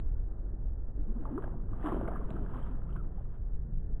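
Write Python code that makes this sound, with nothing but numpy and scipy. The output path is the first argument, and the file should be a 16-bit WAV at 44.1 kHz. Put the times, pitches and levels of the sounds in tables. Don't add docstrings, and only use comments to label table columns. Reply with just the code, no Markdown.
import sys
import numpy as np
from scipy import signal
from scipy.fft import rfft, irfft
from scipy.io import wavfile

SR = 44100
rng = np.random.default_rng(int(sys.argv[2]) if len(sys.argv) > 2 else 0)


def transcribe(u):
    v = np.clip(np.atleast_2d(u).T, -1, 1)
    q = np.round(v * 32767).astype(np.int16)
    wavfile.write(sys.argv[1], SR, q)


N = 176400
T = np.arange(N) / SR


def from_db(db):
    return 10 ** (np.asarray(db) / 20)


def unit_power(x):
    return x / np.sqrt(np.mean(x ** 2) + 1e-20)


def fader(rows):
    return from_db(np.interp(T, *np.transpose(rows)))


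def equalise(x, points):
    size = 2 * N
    hz, db = np.transpose(points)
    curve = np.interp(np.log(np.arange(N + 1) * SR / size + 1), np.log(hz), db)
    cepstrum = irfft(np.log(from_db(curve)))
    cepstrum[1:N] *= 2
    cepstrum[N + 1:] = 0
    return irfft(rfft(x, size) * np.exp(rfft(cepstrum)))[:N]


def noise(points):
    hz, db = np.transpose(points)
    curve = np.interp(np.log(np.arange(N // 2 + 1) * SR / N + 1), np.log(hz), db)
    return unit_power(irfft(rfft(rng.standard_normal(N)) * from_db(curve), N))


def drift(per_s):
    knots = rng.standard_normal(4000)
    return unit_power(np.interp(T * per_s, np.arange(len(knots)), knots))


def add(out, start_s, sound):
    i = int(np.clip(start_s * SR, 0, N - 1))
    out[i:i + len(sound)] += sound[:N - i]


def bubble(hz, cycles, pitch_rise=0.044, attack_s=0.00055):
    life_s = cycles / hz
    t = T[:int(life_s * SR) + 2]
    tone = np.sin(2 * np.pi * hz * t * (1 + pitch_rise * t / life_s / 2))
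    return tone * np.exp(-np.log(1000) * t / life_s) * (1 - np.exp(-t / attack_s))


def bubble_cloud(per_s, low_hz, high_hz, cycles, spread_db, tilt_db):
    out = np.zeros(N)
    draws = rng.random((6000, 4))
    for when, pitch, strength, ring in draws[:int(per_s * N / SR)]:
        hz = low_hz * (high_hz / low_hz) ** pitch
        db = spread_db * min(-np.log(1 - strength), 3) + tilt_db * np.log2(hz / low_hz)
        add(out, when * N / SR, from_db(db) * bubble(hz, cycles * (.5 + ring)))
    return unit_power(out)


# frequency in Hz, relative level in dB.
SEA_TONE = [(120, -9), (220, -1), (420, -2.5), (620, -10.5), (1000, -20), (1800, -25.5), (2100, -39.5),
            (2400, -63.5), (5000, -79.5)]


def sea():
    return from_db(-58 + drift(per_s=16)) * noise(SEA_TONE)


# time in seconds, level in dB.
WIND_RIDE = [(0, -28), (.42, -35.5), (.66, -30.5), (.9, -32), (1.4, -34.5), (1.72, -34), (2.4, -33),
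             (2.9, -33.5), (3.4, -33), (4, -31)]
# frequency in Hz, relative level in dB.
WIND_TONE = [(10, 4.5), (20, 8.5), (48, 7), (68, -5), (100, -7.5), (170, -21.5), (300, -42), (700, -84),
             (2500, -110)]


def wind():
    return fader(WIND_RIDE) * noise(WIND_TONE)


# time in seconds, level in dB.
DRUM_RIDE = [(0, -60), (.9, -58.5), (1.5, -51.5), (2.05, -43.5), (2.5, -46.5), (2.85, -46), (3.45, -56),
             (3.75, -44), (4, -55)]
# frequency in Hz, relative level in dB.
DRUM_TONE = [(50, -19.5), (90, 5.5), (150, 8), (210, 2), (300, -21), (600, -63.5), (2500, -91.5)]


def hull_drum():
    return fader(DRUM_RIDE) * noise(DRUM_TONE) * from_db(1.5 * drift(per_s=11))


# time in seconds, relative level in dB.
SLOSH_RIDE = [(0, -58.5), (.55, -54), (.85, -58), (1.15, -48.5), (1.26, -48.5), (1.45, -47.5), (1.6, -51),
              (1.81, -49.5), (1.89, -39.5), (2.01, -37.5), (2.15, -45.5), (2.25, -48), (2.36, -45),
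              (2.45, -46), (2.7, -56), (2.95, -54), (3.5, -65.5), (4, -56)]


def slosh():
    bubbles = bubble_cloud(per_s=210, low_hz=188, high_hz=446, cycles=11, spread_db=2, tilt_db=0.5)
    churn = noise([(100, -4.5), (200, -6.5), (350, -2.5), (520, -16), (800, -18.5), (1600, -62)])
    return fader(SLOSH_RIDE) * (from_db(-2) * bubbles + from_db(-2.5) * churn)


# start in seconds, glide time in seconds,
# pitch in Hz at the start and at the end of that time, relative level in dB.
GULP_CUES = [(0.974, 0.043, 280, 279, -45), (1.075, 0.035, 221, 215.5, -40),
             (1.148, 0.029, 260, 216, -38.5), (1.182, 0.04, 279, 357, -47), (1.254, 0.037, 938, 840, -50),
             (1.305, 0.012, 335, 287, -37), (1.323, 0.032, 219, 268, -33), (1.355, 0.034, 271.7, 405, -33),
             (1.839, 0.034, 306, 293, -31.5), (1.918, 0.015, 410, 325, -30.5),
             (2.024, 0.022, 272, 210, -42), (2.294, 0.017, 240, 202, -37), (2.34, 0.031, 343, 307, -42),
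             (2.551, 0.032, 255, 225, -42), (2.69, 0.059, 263, 253.5, -44),
             (2.977, 0.033, 1342, 1300, -55.5)]


def gulps(attack_s=0.004, release_s=0.0099, pitch_wobble=0.04):
    out = np.zeros(N)
    waver = from_db(0.6 * drift(per_s=130))
    for start_s, glide_s, first_hz, last_hz, db in GULP_CUES:
        t = T[:int((glide_s + release_s) * SR)]
        glide_hz = first_hz * (last_hz / first_hz) ** (t / glide_s)
        hz = glide_hz * (1 + pitch_wobble * drift(per_s=200)[:len(t)])
        phase = 2 * np.pi * np.cumsum(hz) / SR
        tone = np.sin(phase) + from_db(-24) * np.sin(2 * phase)
        ramp = np.clip(np.minimum(t / attack_s, (t[-1] - t) / release_s), 0, 1)
        add(out, start_s, from_db(db) * np.sin(ramp * np.pi / 2) ** 2 * tone)
    return out * waver


# start in seconds, relative level in dB.
SPATTER_CUES = [(1.145, -53), (1.315, -52), (1.859, -43), (2.079, -49), (2.303, -37.5), (2.542, -35),
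                (2.649, -46.5), (3.208, -68)]


def spatters(decay_s=0.011):
    bursts, t = np.zeros(N), T[:SR // 12]
    for start_s, db in SPATTER_CUES:
        add(bursts, start_s, from_db(db) * np.exp(-t / decay_s))
    sizzle = noise([(1200, -26), (2200, -5.5), (3000, -1.5), (4300, 2)])
    return bursts * sizzle * from_db(8.6 * drift(per_s=340))


# time in seconds, relative level in dB.
SPRAY_RIDE = [(0, -94.5), (.9, -91), (1.15, -72.5), (1.28, -69.5), (1.45, -62.5), (1.62, -79), (1.8, -58),
              (1.868, -40.5), (1.92, -47), (2.0, -53.5), (2.06, -57), (2.11, -60.5), (2.24, -58.5),
              (2.32, -58), (2.46, -59), (2.56, -51.5), (2.68, -55.5), (2.82, -69.5), (2.95, -61),
              (3.07, -79), (3.18, -63.5), (3.28, -74.5), (3.345, -61.5), (3.42, -86.5), (4, -91.5)]
# frequency in Hz, relative level in dB.
SPRAY_TONE = [(200, -22), (500, -5.5), (1300, -3.5), (2500, -5), (6000, -6)]


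def spray(ticks_per_s=450):
    impulses = (rng.random(N) < ticks_per_s / SR) * rng.choice([-1, 1], N)
    accents = from_db(1.1 * np.minimum(rng.exponential(1, N), 3))
    ticks = unit_power(equalise(impulses * accents, SPRAY_TONE))
    foam = noise(SPRAY_TONE) * from_db(2.2 * drift(per_s=70))
    return fader(SPRAY_RIDE) * (from_db(4.5) * ticks + from_db(1.5) * foam)


# time in seconds, relative level in dB.
SPLASH_RIDE = [(0, -71), (.95, -73.5), (1.16, -65), (1.27, -56.5), (1.47, -55.5), (1.62, -67.5),
               (1.82, -56), (1.87, -40.5), (1.92, -42.5), (1.99, -55), (2.04, -49.5), (2.085, -45),
               (2.17, -48), (2.2, -54), (2.28, -56), (2.37, -56.5), (2.5, -59.5), (2.57, -53), (2.82, -63),
               (3.07, -65.5), (3.22, -68.5), (3.5, -79), (4, -84)]


def splash():
    bubbles = bubble_cloud(per_s=520, low_hz=513, high_hz=2068, cycles=35, spread_db=2.5, tilt_db=1)
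    crackle = bubble_cloud(per_s=280, low_hz=747, high_hz=2620, cycles=4.1, spread_db=6.5, tilt_db=1.5)
    wash = noise([(200, -16), (500, -3.5), (1300, -5), (2000, -3), (3000, -14.5), (6000, -43)])
    return fader(SPLASH_RIDE) * (from_db(-1) * bubbles + from_db(-8) * (crackle + wash))


# start in seconds, bubble pitch in Hz,
# relative bubble level in dB, ring length in cycles, relative crack level in dB.
SLAP_CUES = [(1.015, 2600, -60, 44, -67), (1.209, 1520, -46, 8, -42), (1.254, 1080, -33.5, 11, -40.5),
             (1.378, 1200, -26.5, 7.7, -44), (1.381, 1020, -38.5, 20, -50.5), (1.422, 1630, -42, 18, -34),
             (1.439, 1587, -37, 25, -37.5), (1.441, 625, -40, 18, -41), (1.477, 780, -37.5, 8.3, -43.5),
             (1.54, 710, -43, 10, -54.5), (1.732, 1130, -41.5, 16.6, -47.5), (1.828, 1830, -39.5, 32, -52),
             (1.86, 1135, -30, 12, -28), (1.86, 3110, -27, 12, -34), (1.872, 920, -29, 8, -31),
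             (1.884, 864, -30, 12, -34), (1.92, 1020, -29, 13.4, -33), (1.945, 300, -18, 2.9, -47),
             (1.966, 580, -32.5, 13, -33), (1.974, 920, -39.5, 9.1, -44), (2.012, 574, -26, 7.7, -40.5),
             (2.077, 2110, -28, 18, -35), (2.081, 1334, -30, 10, -40.5), (2.085, 622, -25, 6.9, -44),
             (2.118, 1230, -33.5, 8.6, -42), (2.133, 755, -38, 14, -46), (2.158, 1160, -35, 23, -46),
             (2.163, 1460, -32.5, 10, -45), (2.213, 1096, -45.5, 42, -54), (2.306, 630, -42.5, 37, -41),
             (2.366, 1330, -42.5, 27, -39), (2.386, 730, -43.5, 19, -45), (2.462, 1570, -42.5, 22, -46),
             (2.537, 1020, -42, 17, -53), (2.546, 1400, -45, 29, -44), (2.557, 1060, -43, 24, -45),
             (2.584, 1260, -46.5, 35, -50), (2.574, 555, -44, 16, -52), (2.628, 3160, -42.5, 55, -50),
             (2.891, 1230, -49, 21, -53), (2.903, 2710, -48.5, 36, -62.5), (2.927, 3030, -43, 29, -59),
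             (2.958, 1090, -42, 18, -44), (2.963, 1500, -41, 25, -36), (3.181, 790, -52, 51, -67.5),
             (3.208, 604, -48, 13, -53)]


def slaps(crack_decay_s=0.0093):
    rings, cracks = np.zeros(N), np.zeros(N)
    t = T[:SR // 20]
    for start_s, hz, bubble_db, cycles, crack_db in SLAP_CUES:
        add(rings, start_s, from_db(bubble_db) * bubble(hz, cycles))
        crack = rng.standard_normal(len(t)) * np.exp(-t / crack_decay_s)
        add(cracks, start_s, from_db(crack_db) * crack)
    return from_db(5) * rings + from_db(-1.5) * equalise(cracks, SPRAY_TONE)


def hull_ring(x, t60_s=0.085, build_s=0.013, wet_db=-12):
    t = T[:SR // 4]
    envelope = np.exp(-np.log(1000) * t / t60_s) * (1 - np.exp(-t / build_s))
    tail = rng.standard_normal(len(t)) * envelope
    tail /= np.sqrt(np.sum(tail ** 2))
    return x + from_db(wet_db) * signal.fftconvolve(x, tail)[:N]


# frequency in Hz, gain in dB.
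HOUSING_EQ = [(100, -1.5), (800, -0.5), (1300, 0.5), (1700, -7), (2000, -14), (2450, -18), (3100, -14.5),
              (3600, -21.5), (4100, -32.5), (4700, -47.5)]


def housing(x):
    return equalise(x, HOUSING_EQ)


def scene():
    surface = splash() + spray() + slaps() + spatters()
    water = hull_ring(surface) + slosh() + gulps()
    return (housing(water) + wind() + hull_drum() + sea())[None]


def record(dry, band_hz=4300, step=4, hiss_db=-101, top_cut_hz=14800):
    band_limit = signal.ellip(8, .2, 70, band_hz, fs=SR, output="sos")
    top_cut = signal.ellip(8, .2, 70, top_cut_hz, fs=SR, output="sos")
    narrow = signal.sosfilt(band_limit, dry[0])
    glassy = np.interp(T, T[::step], narrow[::step])
    hiss = from_db(hiss_db) * rng.standard_normal(N)
    return signal.sosfilt(top_cut, glassy + hiss)[None]


dry = scene()
out = record(dry)
transcribe(out)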